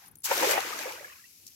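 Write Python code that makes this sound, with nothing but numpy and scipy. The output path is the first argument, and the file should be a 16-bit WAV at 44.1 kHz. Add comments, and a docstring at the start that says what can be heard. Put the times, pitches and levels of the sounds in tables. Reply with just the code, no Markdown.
"""A thin, bright hiss soon drops away while a net flutters open, bangles jingle and the net's weights click.
Its weighted rim then tears into a pond: spray, heavy slaps and bubbles that churn, gulp and thin out.
A faint background hiss lies under the end, where the hand line rustles as it is let go.
Coloured noise makes the hiss, slaps, drops, rustle and faint rumble; sines that die away make the single
bubbles and bangles; crowds of short gliding sines make the flutter and, over noise, the spray and foam."""
import sys
import numpy as np
from scipy.fft import rfft, irfft, next_fast_len
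from scipy.io import wavfile

SR = 44100
rng = np.random.default_rng(int(sys.argv[2]) if len(sys.argv) > 2 else 0)


def materialize(psi):
    """Save the field psi as 16-bit PCM at rate SR to the path in sys.argv[1].

    A 1-D psi becomes a single channel; in a 2-D psi each row is a channel.
    """
    bounded = np.clip(np.atleast_2d(psi).T, -1, 1)
    quanta = np.round(bounded * 32767).astype(np.int16)
    wavfile.write(sys.argv[1], SR, quanta)


N = 68355  # length in samples

# In every table, fade_s is the time to fade by 60 dB, and side_db is left minus right.
# How loud each part of the splash is over time: start_s, level_db
# Fine spray and foam, then the finest spray, thrown only while the rim cuts the surface
SPRAY_LEVEL = [(.232, -68), (.243, -36.5), (.256, -32), (.285, -38), (.33, -33.5), (.46, -31.5),
               (.523, -30.5), (.56, -39), (.66, -41.5), (.775, -42.5), (.805, -40), (.87, -45), (1.0, -52),
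               (1.15, -60), (1.4, -76)]
MIST_LEVEL = [(.233, -55.5), (.244, -30.5), (.26, -32.5), (.28, -43.5), (.335, -36.5), (.47, -43),
              (.517, -27.5), (.54, -49.5), (.6, -90.5)]
# Small bubbles churning under the rim, then big ones from the air that the net drags under
CHURN_LEVEL = [(.237, -63), (.257, -40), (.305, -34), (.325, -33), (.365, -34), (.43, -28.5), (.47, -31.5),
               (.535, -27), (.62, -36.5), (.7, -38.5), (.88, -41), (1.04, -49.5), (1.14, -54.5),
               (1.23, -65), (1.33, -82.5)]
GULP_LEVEL = [(.245, -83), (.3, -40), (.325, -39.5), (.362, -39), (.43, -30.5), (.5, -32.5), (.575, -32),
              (.615, -47), (.75, -48), (.87, -44.5), (.97, -51), (1.06, -57.5), (1.2, -84.5)]
# Water shoved aside by the sinking rim
SURGE_LEVEL = [(.3, -76), (.385, -53), (.42, -40), (.49, -56.5), (.56, -48.5), (.62, -61), (.82, -57),
               (.97, -85)]
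# Heavy slaps of the rim: start_s, level_db, fade_s, side_db
SLAPS = [(.311, -23.5, 0.12, 7), (0.423, -25.5, 0.11, 1), (0.576, -24.5, 0.078, 2.5),
         (0.79, -30.5, 0.025, -3)]
# Single loud bubbles: start_s, pitch_hz, level_db, side_db
BUBBLES = [(.310, 554, -18.5, -5), (.311, 923, -17.5, -1), (.313, 1333, -26, -2), (.424, 951, -20, 5),
           (0.432, 524, -16.5, -0.5), (.470, 437, -20, 2), (.490, 567, -19.5, -6),
           (.574, 1880, -20.5, -11.5), (.578, 754, -19.5, 9), (.648, 492, -33.5, -1),
           (.670, 333, -36.5, 4.5), (0.727, 1225, -25.5, 12), (0.787, 1626, -28, -6),
           (.810, 872, -33.5, 16), (.856, 506, -27, 0), (0.874, 541, -34, -1), (0.889, 2095, -30, -1),
           (.932, 493, -37.5, 3), (1.008, 554, -37.5, -1), (1.044, 1680, -28.5, -2),
           (1.054, 501, -44.5, -16), (1.125, 2510, -44.5, -4), (1.194, 1660, -48, -10),
           (1.239, 1884, -43, -9.5), (1.252, 2670, -45, 2)]
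# Sharp cracks of near drops: start_s, level_db
DROPS = [(0.338, -29), (.377, -23), (0.486, -28), (0.511, -18), (0.605, -28), (0.688, -39), (.790, -28.5),
         (.811, -34.5), (.922, -33.5)]
# Bangle contacts: start_s, level_db, pitch_hz that rings hardest
JINGLES = [(.059, -52.5, 9200), (0.071, -51, 15000), (0.081, -47, 12200), (.113, -52, 12310),
           (.170, -54, 9570), (0.185, -51.5, 10700), (.203, -48, 8333)]
# The modes (natural tones) of the bangles: pitch_hz, gain_db
BANGLE_MODES = [(9400, 3.5), (10920, 6), (11400, 0), (13880, 5)]
# Flutter of the net's folds as they open: start_s, level_db
MESH_LEVEL = [(0, -61.5), (.045, -57.5), (.1, -66), (.24, -84)]
# Dry clicks of the net's weights in flight: start_s, level_db
CLICKS = [(.155, -39.5), (0.22, -48.5)]
# The hand line slips through the fingers: start_s, level_db, fade_s
RUSTLES = [(1.466, -38.5, 0.031), (1.476, -44, 0.053)]
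# Thin, bright background hiss at the start, which soon drops away: start_s, level_db
OPENING_HISS_LEVEL = [(0, -57), (.05, -56.5), (.08, -58), (.105, -76), (.2, -77)]
# Low rumble near the microphone: start_s, level_db
RUMBLE_LEVEL = [(0, -76.5), (.085, -63), (.175, -65), (.215, -72), (.6, -69.5), (1.37, -73), (1.46, -66.5),
                (1.55, -75.5)]

# Colours, the balance of low and high pitches in each sound: pitch_hz, gain_db
SPRAY_COLOUR = [(1500, -18.5), (3000, -0.5), (3700, 2.5), (6200, 5), (7800, -0.5), (9200, -8), (11000, -4),
                (13500, -4), (16000, -21.5)]
MIST_COLOUR = [(4000, -18.5), (7500, -1), (10000, -7.5), (13500, -2.5), (16000, -4.5)]
CHURN_COLOUR = [(550, -18), (900, 0), (1300, -0.5), (1900, -0.5), (2500, -0.5), (3100, -6), (4500, -14.5)]
TRICKLE_COLOUR = [(750, -8), (1150, 0), (2400, 1), (3400, -10)]
GULP_COLOUR = [(60, -41.5), (210, -47), (320, -9), (480, -4), (600, -1.5), (700, -7), (850, -3.5),
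               (1300, -15.5)]
SURGE_COLOUR = [(30, -34.5), (100, -14), (200, -1.5), (290, 8), (500, -21)]
SLAP_COLOUR = [(150, -49), (280, -29.5), (470, -4.5), (950, -6.5), (1400, -11.5), (2400, -13), (9000, -42)]
MESH_COLOUR = [(600, 5.5), (950, 2), (1600, 3), (2600, -8)]
RUSTLE_COLOUR = [(1200, -27.5), (2600, -14.5), (5500, 7), (9000, -3), (12500, -1), (16000, -7)]
OPENING_HISS_COLOUR = [(1000, -22.5), (2300, -2.5), (3400, -5.5), (6000, -0.5), (9000, -13.5), (12000, -3),
                       (16000, -13)]
BACKGROUND_COLOUR = [(500, -32), (1400, -23.5), (2400, -3.5), (3400, -8.5), (5600, 0.5), (9000, -6.5),
                     (12500, -3.5), (16000, -8.5)]
RUMBLE_COLOUR = [(20, -20), (80, 5), (350, -3.5), (600, -18.5), (12000, -28)]
# How alike left and right are: pitch_hz, likeness (0 to 1, no unit)
LIKENESS = [(60, 0.69), (250, 0.87), (520, 0.97), (1000, 0)]
# How much louder the left port is than the right: pitch_hz, side_db
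PORTS = [(60, 2.5), (250, 1), (480, -2), (760, 5.5), (1200, 0.5), (1800, 1), (3200, 2.5), (5800, 1),
         (9000, 3.5), (10300, 9), (12500, 13.5), (16000, 2.5)]

THIN_START_S, THIN_S = 0.56, 0.55  # when the churn starts to thin, and how long that takes
SLAP_ATTACK_S, DROP_FADE_S, CLICK_FADE_S = 0.002, 0.013, 0.02
BUBBLE_ATTACK_S = 0.0021
BUBBLE_FADE_S, BUBBLE_FADE_OCT = 0.053, -0.26  # fade at 1 kHz; octaves of fade time per octave of pitch
BANGLE_FADE_S, OFF_PITCH_DB_PER_OCT = 0.038, 32  # modes far from the hardest pitch are softer
BACKGROUND_START_S, BACKGROUND_DB, BACKGROUND_FADE_DB_PER_S = 0.7, -55, 2.5
TOP_HZ, LEFT_LEAD_S = 15900, 0.0003683  # highest pitch kept; sound reaches the left port first


def amp(db):
    """Turn decibels into a multiplier."""
    return 10 ** (np.asarray(db) / 20)


def unit(x):
    """Scale to an average strength (rms) of 1."""
    return x / np.sqrt(np.mean(x ** 2) + 1e-20)


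def along(points, hz):
    """Read a value between (pitch, value) points on a log pitch axis."""
    f, v = np.transpose(points)
    return np.interp(np.log(hz + 1), np.log(f + 1), v)


def clock():
    """Time of every sample in seconds."""
    return np.arange(N) / SR


def level(rows):
    """Loudness curve through (time, dB) points, silent before the first."""
    s, db = np.transpose(rows)
    return amp(np.interp(clock(), s, db)) * (clock() >= s[0])


def strike(s, fade_s, attack_s):
    """An envelope that rises at time s and dies away."""
    t = np.maximum(clock() - s, 0)
    return (1 - np.exp(-t / attack_s)) * np.exp(-np.log(1000) * t / fade_s)


def pan(side_db):
    """Left and right gains that differ by side_db."""
    return amp([[side_db / 2], [-side_db / 2]])


def filtered(x, response):
    """Reshape x by a response that depends on pitch."""
    m = next_fast_len(N + SR // 2)  # spare room so the end does not wrap onto the start
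    return irfft(rfft(x, m) * response(np.fft.rfftfreq(m, 1 / SR)), m)[..., :N]


def half_turn(hz):
    """Angle that sets how far left and right differ at a pitch."""
    return np.arccos(np.clip(along(LIKENESS, hz), -1, 1)) / 2


def spread(pair, colour):
    """Two unrelated signals become a coloured stereo sound of rms 1, alike only in the bass."""
    def response(hz):
        return amp(along(colour, hz)) * [np.cos(half_turn(hz)), np.sin(half_turn(hz))]
    mid, side = filtered(pair, response)
    return unit(np.array([mid + side, mid - side]))


def hiss(colour):
    """Coloured stereo noise."""
    return spread(rng.standard_normal((2, N)), colour)


def swarm(per_s, lo_hz, hi_hz, cycles, scatter_db, rise, size):
    """Random grains: fading sines that glide up, each reaching the two ports in its own phase."""
    u = rng.random((int(per_s * N / SR), 6))
    start = (u[:, :1] * N).astype(int)
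    hz = lo_hz + (hi_hz - lo_hz) * u[:, 1:2]
    t = np.arange(size) / SR
    age = t * hz / (cycles * (0.5 + u[:, 2:3]))  # 1 once faded by 60 dB
    boost_db = scatter_db * np.minimum(-np.log(1 - u[:, 3:4]), np.pi)  # a few are much louder
    strength = amp(boost_db) * np.sqrt(hz)
    body = strength * np.exp(-np.log(1000) * age) * (1 - np.exp(-2 * hz * t))
    phase = 2 * np.pi * hz * t * (1 + rise * np.minimum(age, 1) / 2)
    where = (start + np.arange(size)).ravel()
    ports = []
    for offset in u.T[-2:]:
        grains = body * np.sin(phase + 2 * np.pi * offset[:, None])
        ports.append(np.bincount(where, grains.ravel(), N)[:N])
    return unit(np.array(ports))


def foam(grains, colour, wash_db):
    """Grains over a wash of noise."""
    wash = amp(wash_db) * rng.standard_normal((2, N))
    return spread(grains + wash, colour)


def crackle():
    """A crowd of very short, high grains."""
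    return swarm(3500, 2000, 16000, cycles=8, scatter_db=4, rise=0.05, size=200)


def patter():
    """A dense crowd of short grains in the midrange."""
    return swarm(3000, 750, 3400, cycles=24, scatter_db=2.5, rise=0.06, size=1000)


def splash():
    """The rim enters the water: mist, crackling spray, churning small bubbles, gulping big ones, a low surge."""
    spray = foam(crackle(), SPRAY_COLOUR, wash_db=2)
    mist = foam(crackle(), MIST_COLOUR, wash_db=0)
    big_bubbles = swarm(400, 260, 950, cycles=34, scatter_db=2, rise=0.06, size=4400)
    gulp = foam(big_bubbles, GULP_COLOUR, wash_db=-7)
    surge = level(SURGE_LEVEL) * hiss(SURGE_COLOUR)
    return level(SPRAY_LEVEL) * spray + level(MIST_LEVEL) * mist + churn() + level(GULP_LEVEL) * gulp + surge


def churn():
    """A dense seethe of small bubbles thins into a trickle of separate gurgles."""
    seethe = foam(patter(), CHURN_COLOUR, wash_db=3.5)
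    gurgles = swarm(650, 950, 3100, cycles=42, scatter_db=2.5, rise=0.1, size=2000)
    trickle = foam(gurgles, TRICKLE_COLOUR, wash_db=1)
    thin = np.clip((clock() - THIN_START_S) / THIN_S, 0, 1)
    return level(CHURN_LEVEL) * (np.sqrt(1 - thin) * seethe + np.sqrt(thin) * trickle)


def slaps():
    """Stretches of the rim land all at once, each a burst of noise that fades."""
    out = np.zeros((2, N))
    for s, db, fade_s, side_db in SLAPS:
        out += amp(db) * pan(side_db) * strike(s, fade_s, SLAP_ATTACK_S) * hiss(SLAP_COLOUR)
    return out


def bubbles():
    """Single air pockets ring and glide upward as they near the surface; the higher ones die sooner."""
    out = np.zeros((2, N))
    for s, hz, db, side_db in BUBBLES:
        t = np.maximum(clock() - s, 0)
        fade_s = BUBBLE_FADE_S * (hz / 1000) ** BUBBLE_FADE_OCT
        rise_per_s = rng.uniform(0, 3)  # share of its pitch gained each second, its own for each bubble
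        phase = 2 * np.pi * hz * t * (1 + rise_per_s * t / 2)
        skew = half_turn(hz) * rng.choice([-1, 1])  # the ports hear it out of step
        tone = np.sin(phase + [[skew], [-skew]])
        out += amp(db) * unit(pan(side_db)) * strike(s, fade_s, BUBBLE_ATTACK_S) * tone
    return out


def near_drops():
    """A few drops strike hard enough to stand out of the spray: very short bursts of noise."""
    cracks = sum(amp(db) * strike(s, DROP_FADE_S, attack_s=0.0002) for s, db in DROPS)
    return cracks * hiss(SPRAY_COLOUR)


def bangles():
    """Each contact briefly rings the bangles, most of all the modes near one pitch; the wrist damps them."""
    out = np.zeros((2, N))
    for s, db, main_hz in JINGLES:
        for hz, mode_db in BANGLE_MODES:
            rung_hz = hz * (1 + rng.normal(0, 0.009))  # slightly off each time
            ring = np.sin(2 * np.pi * (rung_hz * clock() + rng.random((2, 1))))
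            ring_db = db + mode_db - OFF_PITCH_DB_PER_OCT * abs(np.log2(hz / main_hz))
            out += amp(ring_db) * strike(s, BANGLE_FADE_S, attack_s=0.00055) * ring
        # a soft tick of noise comes with each contact
        out += amp(db - 13) * strike(s, fade_s=0.04, attack_s=0.0004) * hiss(MIST_COLOUR)
    return out


def throw():
    """The net's folds flutter open, its weights click, and the hand line rustles when let go."""
    folds = level(MESH_LEVEL) * spread(patter(), MESH_COLOUR)
    clicks = sum(amp(db) * strike(s, CLICK_FADE_S, attack_s=0.0006) for s, db in CLICKS)
    line = sum(amp(db) * strike(s, fade_s, attack_s=0.00092) for s, db, fade_s in RUSTLES)
    return folds + clicks * hiss(MIST_COLOUR) + line * hiss(RUSTLE_COLOUR)


def opening_hiss():
    """Thin, bright background noise at the start, which soon drops away."""
    return level(OPENING_HISS_LEVEL) * hiss(OPENING_HISS_COLOUR)


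def background_hiss():
    """A faint, almost steady background hiss lies under the end: noise with fine grains in it."""
    age = clock() - BACKGROUND_START_S
    loudness = amp(BACKGROUND_DB - BACKGROUND_FADE_DB_PER_S * age) * (age > 0)
    return loudness * foam(crackle(), BACKGROUND_COLOUR, wash_db=7)


def rumble():
    """Low noise near the microphone that swells and sinks."""
    return level(RUMBLE_LEVEL) * hiss(RUMBLE_COLOUR)


def scene():
    """Add all the sources in open air, with no walls to answer."""
    water = splash() + slaps() + bubbles() + near_drops()
    background = opening_hiss() + background_hiss() + rumble()
    return water + bangles() + throw() + background


def record(dry):
    """The left port is earlier and brighter than the right; nothing is kept above TOP_HZ."""
    half = np.array([[0.5], [-0.5]])  # each port takes half of the difference

    def response(hz):
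        balance = amp(along(PORTS, hz) * half)
        lead = np.exp(2j * np.pi * hz * LEFT_LEAD_S * half)
        return balance * lead * (hz < TOP_HZ)
    return filtered(dry, response)


dry = scene()
out = record(dry)
materialize(out)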